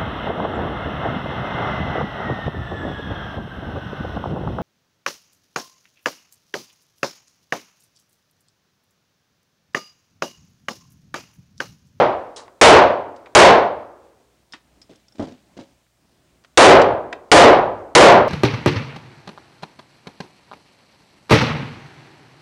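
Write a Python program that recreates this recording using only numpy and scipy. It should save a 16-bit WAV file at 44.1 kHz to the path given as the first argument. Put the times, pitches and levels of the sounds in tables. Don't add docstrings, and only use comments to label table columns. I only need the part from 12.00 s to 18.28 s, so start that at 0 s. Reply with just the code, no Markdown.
import sys
import numpy as np
from scipy import signal
from scipy.fft import rfft, irfft, next_fast_len
from scipy.io import wavfile
from scipy.ndimage import uniform_filter1d

SR = 44100
rng = np.random.default_rng(int(sys.argv[2]) if len(sys.argv) > 2 else 0)


def master(y):
    cut = np.clip(np.atleast_2d(y).T, -1, 1)
    pcm = np.round(cut * 32767)
    wavfile.write(sys.argv[1], SR, pcm.astype(np.int16))


N = 276992
BANDS = 28 * 2 ** np.arange(0, 9.2, 1 / 2)

# [start t/s, crack level/dB, centre of the crack f/Hz, time to fall 60 dB t/s]
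BENCH_KNOCKS = [(2.535, -30.5, 1680, .078), (2.894, -42, 248, 0.075), (2.91, -42.5, 235, 0.17),
                (3.15, -54, 430, .12), (3.183, -42, 300, 0.18), (3.195, -25, 392, 0.15),
                (3.221, -28.5, 291, .14), (3.271, -37.5, 320, 0.27), (3.568, -36.5, 241, .13),
                (3.588, -36, 328, 0.16), (3.604, -35.5, 221, 0.054)]


def undb(db):
    return 10 ** (np.asarray(db) / 20)


def unit(x):
    return x / np.sqrt(np.mean(x ** 2))


def read(table, hz, column):
    table = np.array(table, float)
    return np.interp(np.log(hz), np.log(table[:, 0]), table[:, column])


def split(size):
    f = np.maximum(np.arange(size // 2 + 1) * SR / size, 1)
    share = np.clip(1 - np.abs(2 * np.log2(f / BANDS[:, None])), 0, 1)
    return irfft(rfft(rng.standard_normal(size)) * share, size)


def band(low_hz, high_hz, size):
    edges = [low_hz, min(high_hz, 15000)]
    sos = signal.butter(2, edges, "band", fs=SR, output="sos")
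    return unit(signal.sosfilt(sos, rng.standard_normal(size)))


def add(out, x, s):
    i = int(round(s * SR))
    piece = x[max(-i, 0):N - i]
    out[max(i, 0):max(i, 0) + len(piece)] += piece


def echo(colour_db, stretch, hold_s, size):
    # [f/Hz, time to fall 60 dB before the stretch t/s, starting level of the far end/dB]
    hall = [(40.3, 0.97, -39.5), (120.4, 0.63, -39.5), (342, 0.34, -32.5), (700, 0.55, -37.5),
            (1390, 0.42, -37.5), (3240, 0.4, -53.5), (6230, 0.31, -63), (10000, 0.11, -62.5)]
    far_t60_s, build_cycles = 1.25, 7.86
    t, hz = np.arange(size) / SR, BANDS[:, None]
    late = np.sqrt(t ** 2 + hold_s ** 2) - hold_s
    near = undb(-60 * late / (stretch * read(hall, hz, column=1)))
    far = undb(read(hall, hz, column=2) - 60 * t / far_t60_s)
    fill = 1 - np.exp(-t * hz / build_cycles)
    bands = undb(colour_db)[:, None] * split(size) * fill * (near + far)
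    return np.sum(bands, axis=0)


def taps(events, modes, octaves, best_db, best_hz, loss_db):
    out, t = np.zeros(N), np.arange(SR // 2) / SR
    hz, mode_db, t60 = np.transpose(modes)[:, :, None]
    for s, db, centre_hz, decay in events:
        fade = undb(-60 * t / max(decay, .003))
        luck = rng.standard_normal((2, len(hz), 1))
        tone_gain = undb(mode_db + 3 * luck[0] - 60 * t / t60)
        tones = np.sin(2 * np.pi * hz * (1 + .01 * luck[1]) * t)
        body = np.sum(tone_gain * tones, axis=0)
        ring = signal.fftconvolve(body, fade * rng.standard_normal(len(t)))[:len(t)]
        ring = ring / np.sqrt(np.sum(fade ** 2))
        ring_db = best_db - loss_db * abs(np.log2(centre_hz / best_hz))
        half_width = 2 ** (octaves / 2)
        crack = band(centre_hz / half_width, centre_hz * half_width, len(t))
        add(out, undb(db) * (fade * crack + undb(ring_db) * ring), s)
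    return out


def ventilation():
    # [f/Hz, relative level per Hz/dB]
    air_colour = [(15, -49), (25, -13), (65, -3.5), (102, -13), (276, -13), (346, -16), (445, -22.5),
                  (698, -17), (791, -23.5), (1810, -26.5), (9910, -31), (12900, -59.5), (21800, -120)]
    # [f/Hz, rms level/dB]
    hum_tones = [(60, -64.5), (120, -68.5)]
    air_db, flicker_db = -58, 1.5
    k = SR // 12
    steps = rng.standard_normal((len(BANDS) + 1, N // k + 1))
    walk = uniform_filter1d(np.repeat(steps, k, axis=1), k, axis=1)[:, :N]
    swell_db = np.clip(4.0 - 0.48 * np.log2(BANDS[:, None] / 60), 0, None)
    colour_db = read(air_colour, BANDS, column=1)[:, None]
    gain_db = colour_db + swell_db * walk[0] + flicker_db * walk[1:]
    bands = split(next_fast_len(N))[:, :N] * undb(gain_db)
    t = np.arange(N) / SR
    hum = sum(np.sqrt(2) * undb(db) * np.sin(2 * np.pi * hz * t) for hz, db in hum_tones)
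    return undb(air_db) * unit(bands.sum(axis=0)) + hum


def rustle():
    ticks_per_s, softest_db, t60_s = 4.7, -65.5, .03
    chance = rng.random((int(ticks_per_s * N / SR), 3))
    out, t = np.zeros(N), np.arange(SR // 20) / SR
    for when, size, pitch in chance:
        top_hz = 300 * 2 ** (3.0 * pitch)
        gain = undb(softest_db - 4.3 * np.log(size) - 60 * t / t60_s)
        add(out, gain * band(top_hz / 2, top_hz, len(t)), when * N / SR)
    return out


def rattle():
    rattle_db, growth = -51, 0.53
    out, t = np.zeros(N), np.arange(SR // 2) / SR
    for s, db, _, decay in BENCH_KNOCKS:
        jumps_db = 3.8 * np.repeat(rng.standard_normal(len(t) // 150 + 1), 150)[:len(t)]
        start_db = rattle_db + growth * (db + 36.5)
        gain = undb(start_db + jumps_db - 60 * t / (2 * decay))
        add(out, gain * band(1290, 5340, len(t)), s)
    return out


def bench_knocks():
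    # [f/Hz, typical level/dB, time to fall 60 dB t/s]
    bench_tones = [(106.5, -9, 0.17), (170, -7, 0.062), (252.5, 7, 0.05), (314, 12, 0.045),
                   (544, -5.5, 0.17), (630, -7, 0.045), (880, -26, 0.037)]
    return taps(BENCH_KNOCKS, bench_tones, octaves=2, best_db=0, best_hz=400, loss_db=8)


def gun_catches():
    # [start t/s, crack level/dB, centre of the crack f/Hz, time to fall 60 dB t/s]
    clicks = [(2.523, -40.5, 4920, .018), (2.529, -48, 5200, 0.016), (2.816, -46, 4860, 0.044),
              (2.958, -46.5, 7520, 0.025), (3.083, -48.5, 5300, .015), (3.123, -49, 2900, 0.012),
              (3.156, -48, 2300, 0.022), (4.439, -45, 1603, .015), (4.447, -42.5, 1246, 0.038)]
    # [f/Hz, typical level/dB, time to fall 60 dB t/s]
    steel_tones = [(3580, -6, 0.048), (4800, -18, .03), (5120, 12, 0.022), (5500, -6, 0.064),
                   (5440, -11, .06), (5440, -8.5, 0.054)]
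    return taps(clicks, steel_tones, octaves=3, best_db=5.6, best_hz=4300, loss_db=27.4)


def spent_cases():
    # [start t/s, crack level/dB, centre of the crack f/Hz, time to fall 60 dB t/s]
    landings = [(.362, -33, 4900, 0.2), (.368, -36, 770, 0.39), (.480, -28, 702, 0.018),
                (1.162, -50.5, 4430, 0.057), (1.259, -36.5, 1500, .05), (1.270, -35.5, 608, 0.043),
                (4.817, -14.5, 2990, 0.038), (5.127, -21, 2000, .016), (5.130, -16, 1500, .016),
                (5.134, -21.5, 550, 0.031)]
    # [f/Hz, typical level/dB, time to fall 60 dB t/s]
    brass_tones = [(3300, -4, .03), (3900, -0.5, 0.065), (4430, -2, .05), (4900, -1.5, 0.16),
                   (5530, -2, .04), (6400, -7, .1), (8600, -14, .05), (9580, -16.5, 0.065)]
    return taps(landings, brass_tones, octaves=1.45, best_db=-6, best_hz=4898, loss_db=29)


def booth_echo(small):
    colour_db = 1.6 * np.log2(np.minimum(BANDS / 400, 1))
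    booth = echo(colour_db, stretch=.55, hold_s=0.00078, size=2 ** 15)
    booth /= np.sqrt(np.sum(booth ** 2))
    return undb(-17.5) * signal.fftconvolve(small, booth)[:N]


def ringing(x):
    # [f/Hz, level against the passing sound/dB]
    lane_peaks = [(382, -8), (474, -7.5), (545, -7), (597, -5), (700, -5.5), (1007, -8.5)]
    width_hz = 17
    return x + sum(undb(db) * signal.lfilter(*signal.iirpeak(hz, hz / width_hz, fs=SR), x)
                   for hz, db in lane_peaks)


def shots():
    # [start t/s, roar level over the microphone's limit/dB, place: 0 over the shoulder, 1 behind the booth]
    firing = [(-0.21, 13.54, 0), (0.6129, 15.2, 0), (1.350, 14.73, 0), (4.574, 18.4, 1), (5.316, 17.53, 1),
              (5.951, 17.5, 1)]
    # [brightness/dB per octave, decay stretch/factor, extra bass/dB]
    listening = [(5.5, 1.006, 9), (4.5, 1.012, 10.5)]
    # [f/Hz, relative level per Hz/dB]
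    lane_colour = [(18, -56), (30, -26.5), (70, -19.5), (132, -13), (176, -25), (209, -13), (324, -1),
                   (444, 0.5), (703, -5), (757, -6.5), (1040, -11), (2430, -29), (9910, -58.5),
                   (12900, -100), (21800, -120)]
    bass_hz, blast_s = 270.4, 0.00043
    hold_s = 0.027
    slap_db, slap_t60_s = -6.5, 0.044
    out = np.zeros(N)
    for s, db, place in firing:
        tilt_db, stretch, bass_db = listening[round(place)]
        colour_db = read(lane_colour, BANDS, column=1) + tilt_db * np.log2(BANDS / 600)
        colour_db = colour_db + bass_db / (1 + (BANDS / bass_hz) ** 4)
        roar = ringing(echo(colour_db, stretch, hold_s, size=2 ** 16))
        roar /= np.sqrt(np.mean(roar[:SR // 20] ** 2))
        t = np.arange(len(roar)) / SR
        slap = band(1507, 7300, len(roar)) * undb(slap_db - 60 * t / slap_t60_s)
        blast = np.linspace(1, -1, int(blast_s * SR))
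        add(out, undb(db) * (roar + slap), s)
        add(out, undb(db - 2.0) * blast, s)
    return out


def scene():
    small = rustle() + rattle() + bench_knocks() + gun_catches() + spent_cases()
    return (ventilation() + small + booth_echo(small) + shots())[None]


def saturate(x):
    knee = 5.0
    return x / (1 + np.abs(x) ** knee) ** (1 / knee)


def duck(dry):
    share, average_s = .13, .03
    power = uniform_filter1d(dry ** 2, int(average_s * SR), axis=1)
    power_db = 10 * np.log10(power.clip(1e-12))
    return undb(-share * np.maximum(power_db, 0))


def record(dry):
    skew = 0.47
    x = (saturate(dry + skew) - saturate(skew)) * duck(dry)
    low_hz, low_q, out_db = 38, 0.9, -2.5
    w = 2 * np.pi * low_hz
    bass_cut = signal.bilinear([1, 0, 0], [1, w / low_q, w ** 2], SR)
    x = signal.lfilter(*bass_cut, x) * undb(out_db)
    x = signal.sosfilt(signal.butter(1, 125, "high", fs=SR, output="sos"), x)
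    x = signal.sosfilt(signal.butter(1, 9400, fs=SR, output="sos"), x)
    body = signal.sosfilt(signal.butter(1, (147, 815), "band", fs=SR, output="sos"), x)
    x = x + undb(-19) * body
    x = signal.sosfilt(signal.ellip(10, .3, 60, 10060, fs=SR, output="sos"), x)
    hiss = undb(-74) * rng.standard_normal(x.shape)
    clipped = np.clip(x + hiss, -1, 1)
    return signal.sosfilt(signal.ellip(8, .2, 40, 15800, fs=SR, output="sos"), clipped)


dry = scene()
out = record(dry)
master(out)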